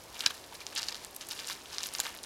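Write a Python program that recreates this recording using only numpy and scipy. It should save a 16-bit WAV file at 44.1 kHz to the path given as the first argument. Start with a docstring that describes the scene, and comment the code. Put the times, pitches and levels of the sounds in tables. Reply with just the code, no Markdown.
"""Gravel crunching under alpacas and a person on a slope in still, open country.
Each footfall or shuffle presses out a swell of tiny collisions: pebbles, duller packed soil, fine grit.
Single stones snap against each other; loose ones ring briefly. The nearby ground and a forest edge
reflect the sound, and light wind hushes behind."""
import sys
import numpy as np
from scipy import signal
from scipy.fft import rfft, irfft
from scipy.io import wavfile

SR = 44100
rng = np.random.default_rng(int(sys.argv[2]) if len(sys.argv) > 2 else 0)


def log_audio(samples):
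    """Write samples as a 16-bit WAV file to the path given in sys.argv[1]."""
    # one column per channel
    frames = np.atleast_2d(samples).T
    # limit to full scale, then quantise
    limited = np.clip(frames, -1, 1)
    pcm = np.round(limited * 32767).astype(np.int16)
    wavfile.write(sys.argv[1], SR, pcm)


N = 99225

# wind spectrum: freq_hz, density_db
WIND_SPECTRUM = [(15, -12), (28, -6.5), (72, 1.5), (110, -3), (190, -3.5), (350, 0.5), (650, 0), (1000, -1),
                 (1400, -7), (3000, -10.5), (5000, -11.5), (9000, -18.5), (15500, -21.5)]
# touches of the large rocking stone: start_s, level_db
ROCKING_TOUCHES = [(0.2597, -34), (0.2626, -26.5), (0.2707, -35.5)]
# its modes: freq_hz, gain_db, t60_s
ROCKING_MODES = [(190, -2.5, 0.011), (975, -17.5, .05), (1652, -1.5, 0.059), (2520, -2, 0.035),
                 (3020, -13, 0.034), (3940, 5.5, 0.033), (5300, 2, .03)]
# one-note clinks and knocks of loose stones: start_s, level_db, pitch_hz, t60_s
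STONE_CLINKS = [(.3070, -32.5, 1600, .02), (.5240, -35, 920, 0.014), (.5380, -45, 440, .04),
                (0.6138, -36, 2410, 0.025), (1.4994, -30.5, 1090, .024), (1.9937, -18.5, 870, 0.0061),
                (2.0015, -26.5, 1600, 0.014), (2.0015, -20, 4230, .007), (2.0015, -16, 7100, 0.0067)]
# stones snapping together: start_s, level_db, pitch_hz
STONE_SNAPS = [ (0.038, -31.5, 10800), (.1673, -32.5, 2780), (0.1939, -21.5, 5430), (0.207, -14, 3930),
               (0.2612, -12, 3240), (.2627, -0.5, 4700), (.2638, -13.5, 2780), (0.27, -30, 5200),
               (0.2725, -23, 4000), (0.3056, -27, 3200), (0.3075, -22.5, 3200), (0.3528, -38, 6130),
               (.3791, -31.5, 4370), (.4410, -32, 3900), (.5333, -37, 3750), (.6669, -17, 5450),
               (0.7293, -33, 4900), (0.7515, -24.5, 9700), (0.7545, -24, 6500), (0.7603, -22.5, 3150),
               (.7630, -18, 4400), (0.7703, -18.5, 3600), (0.7758, -16, 4800), (0.7778, -15.5, 5000),
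               (0.7849, -15.5, 4650), (0.7906, -17.5, 4300), (0.7952, -21, 4400), (0.8305, -16, 4500),
               (0.8676, -26, 5200), (0.8852, -18.5, 4340), (.8870, -21, 4150), (0.8919, -21, 4400),
               (.9248, -27, 4750), (0.9454, -19, 4230), (.9548, -25, 4200), (1.0484, -19.5, 8000),
               (1.065, -31, 11000), (1.1100, -32, 11100), (1.148, -27.5, 10000), (1.164, -20, 10100),
               (1.1660, -23, 10700), (1.2110, -25, 4370), (1.2267, -34, 2960), (1.2700, -27.5, 9000),
               (1.288, -18.5, 10400), (1.3118, -22, 4400), (1.3912, -25, 3300), (1.4453, -24.5, 3900),
               (1.4729, -20, 7200), (1.4870, -22, 5700), (1.4995, -24, 1660), (1.5106, -20.5, 4070),
               (1.6580, -30.5, 3230), (1.7408, -28, 4800), (1.7452, -28, 5400), (1.7834, -11.5, 4650),
               (1.8086, -23.5, 4100), (1.8183, -31.5, 2520), (1.8330, -14, 6200), (1.838, -17, 4700),
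               (1.8586, -22, 3920), (1.862, -22, 6340), (1.8687, -15.5, 11000), (1.8781, -30, 5300),
               (1.8886, -21.5, 4800), (1.9385, -18.5, 9100), (1.9506, -16.5, 4830), (1.9857, -19, 5960),
               (1.9938, -21, 6000), (2.0015, -13.5, 6900), (2.0014, -9, 9640), (2.0017, -11, 4140),
               (2.0667, -19.5, 3630), (2.15, -28, 12200), (2.175, -28.5, 11100), (2.1642, -30.5, 3700),
               (2.1885, -29, 4060), (2.2329, -24, 9000), (2.2380, -23.5, 4900)]
# modes of a snapping stone: pitch_ratio, gain_db, t60_cycles
SNAP_MODES = [(.48, -21.5, 11), (1.0, 4, 7.5), (1.15, -15.5, 13.5), (2.3, -21, 19)]
# grain spectra of pebbles, soil and grit: freq_hz, density_db
PEBBLE_SPECTRUM = [(1200, -39), (1700, -6), (2400, -5), (3300, -7), (4800, 3.5), (6200, -4), (8000, -19.5),
                   (12000, -23)]
SOIL_SPECTRUM = [(250, -11.5), (550, -11.5), (1000, -2.5), (1700, 1), (2600, -4), (3600, -3)]
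GRIT_SPECTRUM = [(5500, -8), (7500, -4), (9000, -7.5), (11000, 0.5), (13000, -8.5), (15500, -10)]
# footfalls and shuffles: crest_s, level_db, rise_s, fall_s, soil_offset_db, grit_offset_db
FOOTFALLS = [ (.160, -47.5, 0.072, .06, -1.5, -10), (0.207, -40, 0.029, 0.048, -1, -7),
             (0.239, -46, 0.021, 0.071, 7.5, -22), (0.261, -33.5, 0.0057, 0.028, -2.5, -5),
             (.307, -38.5, 0.012, 0.017, 2, -8.5), (.345, -53, 0.033, 0.19, -0.5, -2.5),
             (.530, -52.5, 0.019, .04, 4.5, -16), (0.551, -47, 0.029, 0.022, -12, -4),
             (0.613, -47, 0.031, 0.04, -2, -20), (.675, -47.5, 0.016, 0.081, -12, -14),
             (.729, -50.5, 0.01, 0.018, 7, -20), (0.78, -34.3, 0.037, 0.071, -4.5, -30),
             (0.819, -40.5, 0.012, 0.014, -7, -12), (.840, -43, 0.014, 0.096, -7.5, -10),
             (0.886, -38, 0.015, 0.041, -9, -25), (.922, -39.5, 0.01, 0.015, 1, -28),
             (.956, -46.5, 0.022, 0.073, -2.5, -8), (1.041, -48.5, 0.051, 0.045, -0.5, -10),
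             (1.164, -51.5, 0.0054, 0.0085, -17, 15), (1.209, -41, .008, 0.052, -10, -21),
             (1.232, -47.5, .02, .05, -7, -11), (1.289, -46.5, .005, 0.023, -5, -0.5),
             (1.317, -37.5, 0.025, 0.05, -6.5, -9), (1.365, -47, 0.036, .06, -5, -5.5),
             (1.394, -41.5, 0.036, 0.09, -2.5, -11), (1.485, -40.5, 0.076, 0.055, -8.5, -11),
             (1.503, -38.5, 0.025, 0.079, -3.5, -9.5), (1.570, -49.5, 0.039, 0.12, -6, -7.5),
             (1.662, -50.5, 0.016, 0.019, -5, -10), (1.738, -43.5, 0.076, 0.11, -2.5, -14),
             (1.805, -42, 0.058, 0.1, -6, -18), (1.836, -42.5, 0.022, 0.043, -10, -4),
             (1.861, -39.5, 0.0052, 0.067, -12, -10), (1.956, -44.5, 0.084, 0.095, -1.5, -5.5),
             (2.005, -39.5, 0.029, 0.037, 2, -0.5), (2.040, -37, 0.012, 0.015, -2, -6),
             (2.055, -36.5, 0.0063, 0.013, 6, -18), (2.064, -43.5, .01, 0.079, 4.5, -5.5),
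             (2.095, -58.5, 0.031, .07, 4, 3), (2.145, -55, 0.058, 0.077, 5.5, -14),
             (2.240, -45, 0.011, 0.077, -5, -3)]

WIND_DB, WIND_WAVER_DB = -52.5, 0.1
GROUND_DB, GROUND_T60_S = -11.5, 0.033
FOREST_DB, FOREST_T60_S = -17.5, 0.34
REFLECTION_LOWPASS_HZ, ROLLOFF_HZ, CUTOFF_HZ = 5700, 14050, 16000
RING_RISE_S = 0.00057
SNAP_DB, SNAP_RISE_CYCLES, SNAP_MODE_SPREAD_DB = -0.53, 0.48, 3.3
CRACK_DB, CRACK_DECAY_S = -15, 0.00054
GRAINS_PER_S, GRAIN_SPREAD_DB, GRAIN_T60_CYCLES = 4200, 4.5, 9.9
GRIT_PER_S, GRIT_SPREAD_DB = 1700, 3.5
PEBBLE_DB, SOIL_DB, GRIT_DB = -0.5, -2, 1.5
PEBBLE_FLOOR_DB, GRIT_FLOOR_DB = -59, -63


def from_db(db):
    """Decibels to gain."""
    return 10 ** (np.asarray(db) / 20)


def unit_rms(x):
    """Scale to rms 1."""
    return x / np.sqrt(np.mean(x ** 2) + 1e-20)


def gain_at(spectrum, hz):
    """Spectrum gain, interpolated in dB over log frequency."""
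    freq_hz, density_db = np.transpose(spectrum)
    return from_db(np.interp(np.log(hz + 1e-9), np.log(freq_hz), density_db))


def add(out, start_s, sound):
    """Mix sound into out at start_s."""
    i = int(start_s * SR)
    out[i:i + len(sound)] += sound[:N - i]


def wind():
    """Light wind in the trees: a soft, near-steady hush."""
    hz = np.arange(N // 2 + 1) * SR / N
    hush = irfft(rfft(rng.standard_normal(N)) * gain_at(WIND_SPECTRUM, hz), N)
    waver = np.interp(np.arange(N), np.linspace(0, N, 12), rng.standard_normal(12))
    return from_db(WIND_DB + WIND_WAVER_DB * waver) * unit_rms(hush)


def reflections(x, t60_s):
    """Diffuse reflections: a dulled, decaying noise tail."""
    t = np.arange(SR // 2) / SR
    tail = rng.standard_normal(len(t)) * from_db(-60 * t / t60_s)
    lowpass = signal.butter(2, REFLECTION_LOWPASS_HZ, fs=SR, output="sos")
    tail = signal.sosfilt(lowpass, tail / np.linalg.norm(tail))
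    return signal.fftconvolve(x, tail)[:N]


def stone_ring(level_db, hz, t60_s):
    """One mode of a ringing stone: a soft, quick onset, then a decay."""
    t = np.arange(SR // 10) / SR
    rise = 1 - np.exp(-t / RING_RISE_S)
    return from_db(level_db - 60 * t / t60_s) * rise * np.sin(2 * np.pi * hz * t)


def loose_stones():
    """A large stone rocks underfoot, ringing at each touch; others clink or knock once."""
    out = np.zeros(N)
    for start_s, level_db in ROCKING_TOUCHES:
        for hz, gain_db, t60_s in ROCKING_MODES:
            add(out, start_s, stone_ring(level_db + gain_db, hz, t60_s))
    for start_s, level_db, pitch_hz, t60_s in STONE_CLINKS:
        add(out, start_s, stone_ring(level_db, pitch_hz, t60_s))
    return out


def stone_snaps():
    """A stone slips and hits its neighbour: a few heavily damped cycles plus a rough crack."""
    out = np.zeros(N)
    t = np.arange(SR // 50) / SR
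    for start_s, level_db, pitch_hz in STONE_SNAPS:
        cycles = t * pitch_hz
        tone = 0
        for ratio, gain_db, t60_cycles in SNAP_MODES:
            in_band = pitch_hz * ratio < CUTOFF_HZ
            mode_db = gain_db + rng.normal(0, SNAP_MODE_SPREAD_DB)
            envelope = from_db(mode_db - 60 * cycles * ratio / t60_cycles)
            tone += in_band * envelope * np.sin(2 * np.pi * cycles * ratio)
        tone *= 1 - np.exp(-(cycles / SNAP_RISE_CYCLES) ** 2)
        tone /= np.abs(tone).max()
        band_hz = np.minimum([0.4 * pitch_hz, 1.12 * pitch_hz], CUTOFF_HZ)
        bandpass = signal.butter(2, band_hz, "band", fs=SR, output="sos")
        noise = unit_rms(signal.sosfilt(bandpass, rng.standard_normal(len(t))))
        crack = from_db(CRACK_DB) * noise * np.exp(-t / CRACK_DECAY_S)
        add(out, start_s, from_db(level_db + SNAP_DB) * (tone + crack))
    return out


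def grains(spectrum, rate_per_s, spread_db, size_count=18):
    """Random tiny collisions, each ringing a few cycles at the pitch of its grain size; rms 1."""
    hits = rng.random(N) < rate_per_s / SR
    strength = from_db(spread_db * np.minimum(rng.exponential(1, N), 3.5))
    impulses = hits * strength * rng.choice([-1, 1], N)
    size_index = rng.integers(0, size_count, N)
    out = np.zeros(N)
    for k, hz in enumerate(np.geomspace(spectrum[0][0], spectrum[-1][0], size_count)):
        radius = from_db(-60 * hz / (GRAIN_T60_CYCLES * SR))
        resonator = [1, -2 * radius * np.cos(2 * np.pi * hz / SR), radius ** 2]
        ringing = signal.lfilter([1, 0, -1], resonator, impulses * (size_index == k) + 1e-18)
        out += unit_rms(ringing) * gain_at(spectrum, hz) * np.sqrt(hz)  # bandwidth grows with pitch
    return unit_rms(out)


def crunches():
    """Each foot loads the gravel and lets it settle; rise_s and fall_s each span 20 dB."""
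    t = np.arange(N) / SR
    pebble_power, soil_power, grit_power = from_db(PEBBLE_FLOOR_DB) ** 2, 0, from_db(GRIT_FLOOR_DB) ** 2
    for crest_s, level_db, rise_s, fall_s, soil_offset_db, grit_offset_db in FOOTFALLS:
        load = from_db(level_db - 20 * np.maximum((crest_s - t) / rise_s, (t - crest_s) / fall_s))
        pebble_power += load ** 2
        soil_power += (load * from_db(soil_offset_db)) ** 2
        grit_power += (load * from_db(grit_offset_db)) ** 2
    pebbles = np.sqrt(pebble_power) * grains(PEBBLE_SPECTRUM, GRAINS_PER_S, GRAIN_SPREAD_DB)
    soil = np.sqrt(soil_power) * grains(SOIL_SPECTRUM, GRAINS_PER_S, GRAIN_SPREAD_DB)
    grit = np.sqrt(grit_power) * grains(GRIT_SPECTRUM, GRIT_PER_S, GRIT_SPREAD_DB)
    return from_db(PEBBLE_DB) * pebbles + from_db(SOIL_DB) * soil + from_db(GRIT_DB) * grit


def scene():
    """Gravel underfoot, ground and forest-edge reflections, wind; mono."""
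    gravel = crunches() + stone_snaps() + loose_stones()
    ground = from_db(GROUND_DB) * reflections(gravel, GROUND_T60_S)
    forest = from_db(FOREST_DB) * reflections(gravel, FOREST_T60_S)
    return (gravel + ground + forest + wind())[None]


def record(dry):
    """Microphone treble roll-off, then a steep low-pass."""
    dulled = signal.sosfilt(signal.butter(2, ROLLOFF_HZ, fs=SR, output="sos"), dry)
    return signal.sosfilt(signal.ellip(10, 0.2, 75, CUTOFF_HZ, fs=SR, output="sos"), dulled)


dry = scene()
out = record(dry)
log_audio(out)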